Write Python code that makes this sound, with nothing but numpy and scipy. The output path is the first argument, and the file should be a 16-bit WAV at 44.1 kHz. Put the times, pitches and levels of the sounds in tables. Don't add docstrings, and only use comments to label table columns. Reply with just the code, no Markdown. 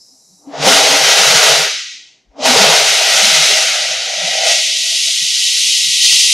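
import sys
import numpy as np
from scipy.fft import rfft, irfft, next_fast_len
from scipy.io import wavfile

SR = 44100
rng = np.random.default_rng(int(sys.argv[2]) if len(sys.argv) > 2 else 0)


def transcribe(u):
    v = np.clip(np.atleast_2d(u).T, -1, 1)
    q = np.round(v * 32767).astype(np.int16)
    wavfile.write(sys.argv[1], SR, q)


N = 279153

# (time [s], roar [dB], rasp [dB])
FIRST_BURN = [(.38, -69, -102), (.54, -33.5, -42), (.63, -23.5, -28.5), (.68, -12.5, -17.5),
              (.73, -17, -18), (.87, -18, -23), (1.08, -21, -20), (1.52, -19, -19.5), (1.67, -30.5, -26),
              (1.9, -76, -45), (2.15, -71, -71)]
SECOND_BURN = [(2.29, -74.5, -74.5), (2.37, -43.5, -62), (2.46, -15.5, -23), (2.7, -16.5, -21),
               (2.92, -23, -25.5), (3.22, -20.5, -23), (3.75, -26, -27.5), (4.03, -28.5, -33),
               (4.38, -21, -35), (4.5, -15.5, -27.5), (4.65, -38, -43.5), (5.2, -51.5, -46),
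               (6.33, -55.5, -59)]


def from_db(db):
    return 10 ** (np.asarray(db) / 20)


def rms_one(x):
    return x / np.sqrt(np.mean(x ** 2) + 1e-20)


def in_time(rows):
    times_s, *columns = np.transpose(rows)
    return [np.interp(np.arange(N) / SR, times_s, column) for column in columns]


def bins_hz():
    size = next_fast_len(N, True)
    return np.arange(size // 2 + 1) * SR / size


def at_hz(points):
    hz, value = np.transpose(points)
    return np.interp(np.log(bins_hz() + 1), np.log(hz), value)


def filtered(x, response):
    size = next_fast_len(N, True)
    return irfft(rfft(x, size) * response, size)[..., :N]


def colour(points):
    hz = bins_hz() + 1
    low_skirt = np.minimum(1, hz / points[0][0]) ** 2
    high_skirt = np.minimum(1, points[-1][0] / hz) ** 2
    return from_db(at_hz(points)) * low_skirt * high_skirt


def resonance(hz, width_hz):
    f = bins_hz() + 1
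    return 1 / (1 + 1j * (f * f - hz * hz) / (f * width_hz))


def below(hz):
    return 1 / np.sqrt(1 + (bins_hz() / hz) ** 16)


def above(hz):
    return np.sqrt(1 - below(hz) ** 2)


def drift(rate_hz):
    return rms_one(filtered(rng.standard_normal(N), 1 / (1 + (bins_hz() / rate_hz) ** 2)))


def turbulence(response):
    # (frequency [Hz], correlation [0-1])
    likeness = [(40, .6), (150, 0.7), (300, .82), (600, 0.92), (1100, .87), (2200, 0.9), (4000, .972),
                (6000, 0.99), (7800, 0.94), (9500, 0.58), (12000, .78)]
    alike = np.clip(at_hz(likeness), 0, 1)
    mid = filtered(rng.standard_normal(N), response * np.sqrt(1 + alike))
    side = filtered(rng.standard_normal(N), response * np.sqrt(1 - alike))
    return rms_one(mid + side * np.array([[1], [-1]]))


def reflections(t60_s, wet_db, count=40):
    delays_s = rng.uniform(0.006, 0.07, count)
    taps = np.zeros(N)
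    taps[(delays_s * SR).astype(int)] = from_db(-60 * delays_s / t60_s) * rng.choice([-1, 1], count)
    echoes = rfft(taps / np.sqrt(np.sum(taps ** 2)), next_fast_len(N, True))
    wet = from_db(wet_db) * bins_hz() / (bins_hz() + 900)
    return (1 + wet * echoes) / np.sqrt(1 + wet ** 2)


def workbench():
    # (frequency [Hz], width [Hz], lift [dB])
    modes = [(527, 25, -1), (775, 10, 3.5), (1450, 9.6, 3.5), (2400, 15, 3), (2520, 25, 4.5), (2787, 27, 1),
             (2995, 60, 2.5), (3800, 13, 3), (3870, 19, 2), (4450, 44, 1), (4890, 13, 1), (5240, 21, 1),
             (5459, 25, 0.5)]
    lift = sum((from_db(db) - 1) * resonance(hz, width_hz) for hz, width_hz, db in modes)
    return (1 + lift) * reflections(t60_s=0.14, wet_db=-4)


def seep(space, level_db=-50, fade_from_s=0.39, fade_db_per_s=65, airy_db=-45.5, airy_db_per_s=58):
    # (frequency [Hz], density [dB])
    leak_spectrum = [(2800, -46.5), (3700, -19), (3900, -5.5), (4750, -8), (4900, -1), (5900, 3.5),
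                     (6300, -3), (7600, -0.5), (8100, -9), (11500, -10), (13000, -28)]
    t = np.arange(N) / SR
    hiss = turbulence(colour(leak_spectrum) * space)
    high_whistle = turbulence(resonance(hz=11100, width_hz=150) ** 2) * from_db(-25)
    airy_whistle = turbulence(resonance(hz=5200, width_hz=600) ** 2)
    leak = from_db(level_db - fade_db_per_s * np.maximum(t - fade_from_s, 0))
    return (hiss + high_whistle) * leak + airy_whistle * from_db(airy_db - airy_db_per_s * t)


def shop(level_db=-66):
    # (frequency [Hz], density [dB])
    room_spectrum = [(25, -13.5), (70, -2.5), (170, 2), (300, 3), (450, -2), (700, -14.5), (1100, -17.5),
                     (2000, -13.5), (8000, -30)]
    return turbulence(colour(room_spectrum)) * from_db(level_db)


def puffs(small_puffs, trim_db=-1, waver=0.07, ragged_db=1.94):
    # (time [s], pitch [Hz], level [dB], length [s])
    big_puffs = [(0.133, 257, -56, .04), (0.337, 170, -50.5, .055), (0.502, 282, -33, 0.048),
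                 (0.621, 150, -25, .04), (0.679, 181.4, -16.5, 0.027), (0.711, 276.9, -22.5, 0.13),
                 (0.934, 275, -25.5, 0.065), (1.281, 151, -30.5, 0.048), (1.363, 154, -26, 0.036),
                 (1.604, 158.4, -31.5, .04), (1.668, 420, -31, .04), (2.3, 47.6, -47.5, .032),
                 (2.408, 275.6, -27, 0.046), (2.508, 277, -19, 0.075), (2.618, 203.4, -18, 0.038),
                 (2.69, 151.3, -27, .068), (3.242, 176, -27.5, 0.023), (3.394, 166, -30, 0.029),
                 (3.521, 416, -27, 0.05), (3.983, 81, -50, 0.048), (4.248, 180, -32, .032),
                 (4.935, 670, -42, .031), (5.088, 600, -39, 0.022), (5.229, 167, -41, 0.022),
                 (5.58, 581, -46, 0.039), (5.71, 315, -44, .032), (5.882, 165, -43, .045)]
    rows = big_puffs + small_puffs
    out, t = np.zeros(N), np.arange(N) / SR
    warped_s = np.cumsum(1 + waver * drift(30)) / SR
    ragged = from_db(ragged_db * drift(60))
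    phases = rng.uniform(0, 2 * np.pi, len(rows))
    for (peak_s, hz, db, length_s), phase in zip(rows, phases):
        near = np.abs(t - peak_s) < 3 * length_s
        swell = np.exp(-np.abs((t[near] - peak_s) / (0.54 * length_s)) ** 1.08)
        note = np.sqrt(2) * np.sin(2 * np.pi * hz * warped_s[near] + phase)
        out[near] += from_db(db + trim_db) * swell * note
    return out * ragged


def flutters(roar_db, oxygen, per_s=11, pitch_hz=176, spread_octaves=0.13, length_s=0.05):
    beats_s = np.arange(0, N / SR, 1 / per_s)
    late, detune, size = rng.standard_normal((len(beats_s), 3)).T
    times_s = beats_s + 0.25 * late / per_s
    at = np.clip(times_s * SR, 0, N - 1).astype(int)
    levels_db = roar_db[at] - 18.5 - 13.5 * oxygen[at] + 5 * size
    pitches_hz = pitch_hz * 2 ** (spread_octaves * detune)
    return [(s, hz, db, length_s) for s, hz, db in zip(times_s, pitches_hz, levels_db)]


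def flame(space, unrest, oxygen, sputter_db=1.5, skirt_hz=760, narrowing_db=25, shrink_db=48):
    # (frequency [Hz], density [dB])
    roar_spectrum = [(300, -35), (430, -31), (490, -9), (560, -5), (630, 2.5), (780, -2.5), (850, -9.5),
                     (935, -9), (985, -17), (1400, -49.5)]
    rasp_spectrum = [(1040, -21.5), (1180, -8.5), (1250, -4), (1550, -0.5), (1850, 0.5), (2300, -3),
                     (3500, -27.5)]
    spit_spectrum = [(7000, -12), (10000, 0), (12300, 1), (14000, -8), (16000, -10.5)]
    billow_spectrum = [(40, -25.5), (100, -38), (150, -8), (230, -34.5), (274, -10), (350, -21), (400, 3),
                       (560, 3.5), (900, -2), (1120, -2.5), (1300, -7), (2000, -38.5)]
    roar_db, rasp_db = in_time(FIRST_BURN + SECOND_BURN)
    surges_db = sputter_db * oxygen ** 2 * drift(12)
    lumps_db = drift(35) + surges_db
    broad = turbulence(colour(roar_spectrum) * space)
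    hollow = filtered(broad, below(skirt_hz))
    skirt = (broad - hollow) * from_db(7.5 - narrowing_db * oxygen)
    roar = (hollow + skirt) * from_db(roar_db - 2.5 + lumps_db)
    rasp_shape = colour(rasp_spectrum) * space
    fine = turbulence(rasp_shape * above(1335)) * from_db(-1)
    coarse = turbulence(rasp_shape * below(1460)) * from_db(-1 + 0.5 * np.minimum(rasp_db + 22, 0))
    spit = turbulence(colour(spit_spectrum)) * from_db(-10 + 3 * np.minimum(rasp_db + 25, 0))
    rasp = (fine + coarse + spit) * from_db(rasp_db + 0.89 * unrest + 1.7 * surges_db)
    billow_db = roar_db - 1 - shrink_db * oxygen + 1.1 * lumps_db
    billow = turbulence(colour(billow_spectrum) * space) * from_db(billow_db)
    return roar + billow + rasp


def jet(space, unrest, oxygen, full_flow_db=-14, cone_from=0.64, open_s=0.45,
        edge_hz=2650, top_hz=7500, air_hz=10800):
    # (time [s], hiss [dB])
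    first_flow = [(.5, -49.5), (.68, -8.5), (.85, -12), (1.56, -10.5), (1.66, -17), (1.94, -32),
                  (2.13, -50), (2.28, -69.5)]
    second_flow = [(2.35, -68), (2.4, -36), (2.457, -12.5), (2.72, -11), (2.95, -13), (3.25, -10.5),
                   (3.52, -11.5), (4.0, -20.5), (4.28, -18.5), (4.43, -17.5), (4.51, -11), (4.62, -15.5),
                   (5.28, -15.5), (5.721, -13), (6.0, -14), (6.03, -10), (6.2, -9), (6.33, -10.5)]
    # (frequency [Hz], density [dB])
    hiss_spectrum = [(1200, -33.5), (1860, -22.5), (1915, 0), (2400, -3), (3100, 2.5), (3900, 1.5),
                     (5500, 1), (6700, -1.5), (7700, -9), (9500, -11.5), (11800, -17), (13000, -36),
                     (16000, -56.5)]
    murmur_spectrum = [(30, -20.5), (90, -19), (160, -2), (280, -1), (450, 1.5), (900, -3.5), (1400, -11)]
    hiss_db, = in_time(first_flow + second_flow)
    slack_db = np.minimum(hiss_db - full_flow_db, 0)
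    cone = np.clip((oxygen - cone_from) / (1 - cone_from), 0, 1)
    shape = colour(hiss_spectrum) * space
    low_edge = turbulence(shape * below(edge_hz)) * from_db(-6.5 - 7.5 * cone)
    core = turbulence(shape * above(edge_hz) * below(top_hz)) * from_db(0.5)
    top = turbulence(shape * above(top_hz) * below(air_hz)) * from_db(-10 + 0.89 * slack_db)
    air = turbulence(shape * above(air_hz)) * from_db(-23.5 + slack_db)
    treble = (top + air) * from_db(2 * cone + 0.46 * drift(7.8))
    murmur = turbulence(colour(murmur_spectrum)) * from_db(-40.5 + 1.6 * drift(12))
    flow = from_db(hiss_db + 0.5 * unrest + 0.4 * drift(5.5))
    opened = np.clip((np.arange(N) / SR - open_s) / 0.09, 0, 1)
    return (low_edge + core + treble + murmur) * flow * opened


def pops(waver=0.015, attack_s=0.002):
    # (time [s], pitch [Hz], level [dB], t60 [s])
    ignitions = [(.471, 287, -28, 0.23), (.535, 678, -20.5, 0.16), (.638, 572, -13, 0.069),
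                 (.668, 529, -3, 0.11), (2.361, 680, -34, .08), (2.389, 610, -17.5, 0.11),
                 (2.446, 770, -22, 0.072)]
    out, t = np.zeros(N), np.arange(N) / SR
    warped_s = np.cumsum(1 + waver * drift(60)) / SR
    for start_s, hz, db, t60_s in ignitions:
        at = round(start_s * SR)
        age_s = t[at:] - t[at]
        attack = 1 - np.exp(-age_s / attack_s)
        decay = from_db(db - 60 * np.minimum(age_s / t60_s, 10))
        out[at:] += attack * decay * np.sin(2 * np.pi * hz * (warped_s[at:] - warped_s[at]))
    return out


def scene():
    # (time [s], share of final feed [0-1])
    oxygen_feed = [(2.7, 0), (3.05, 0.17), (3.55, 0.21), (3.8, 0.48), (4.5, 0.64), (4.9, 0.98)]
    # (frequency [Hz], left minus right [dB])
    balance = [(60, 4), (150, -3.5), (280, 3.5), (550, 0), (1100, 1.5), (2200, 1.2), (4400, 0.4), (6000, 0),
               (8000, 1), (12000, 1.1)]
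    space = workbench()
    roar_db, _ = in_time(FIRST_BURN + SECOND_BURN)
    oxygen, = in_time(oxygen_feed)
    unrest = drift(25) * np.clip((roar_db + 49.5) / 28, 0.26, 1)
    room = shop()
    torch = jet(space, unrest, oxygen) + flame(space, unrest, oxygen) + pops() + seep(space)
    plume = puffs(flutters(roar_db, oxygen))
    channel_db = at_hz(balance) * np.array([[0.5], [-0.5]])
    return filtered(torch + plume + room, from_db(channel_db))


def record(dry, ceiling=1.02, knee=13.0, cutoff_hz=15650):
    clipped = dry / (1 + np.abs(dry / ceiling) ** knee) ** (1 / knee)
    return filtered(clipped, 1 / np.sqrt(1 + (bins_hz() / cutoff_hz) ** 200))


dry = scene()
out = record(dry)
transcribe(out)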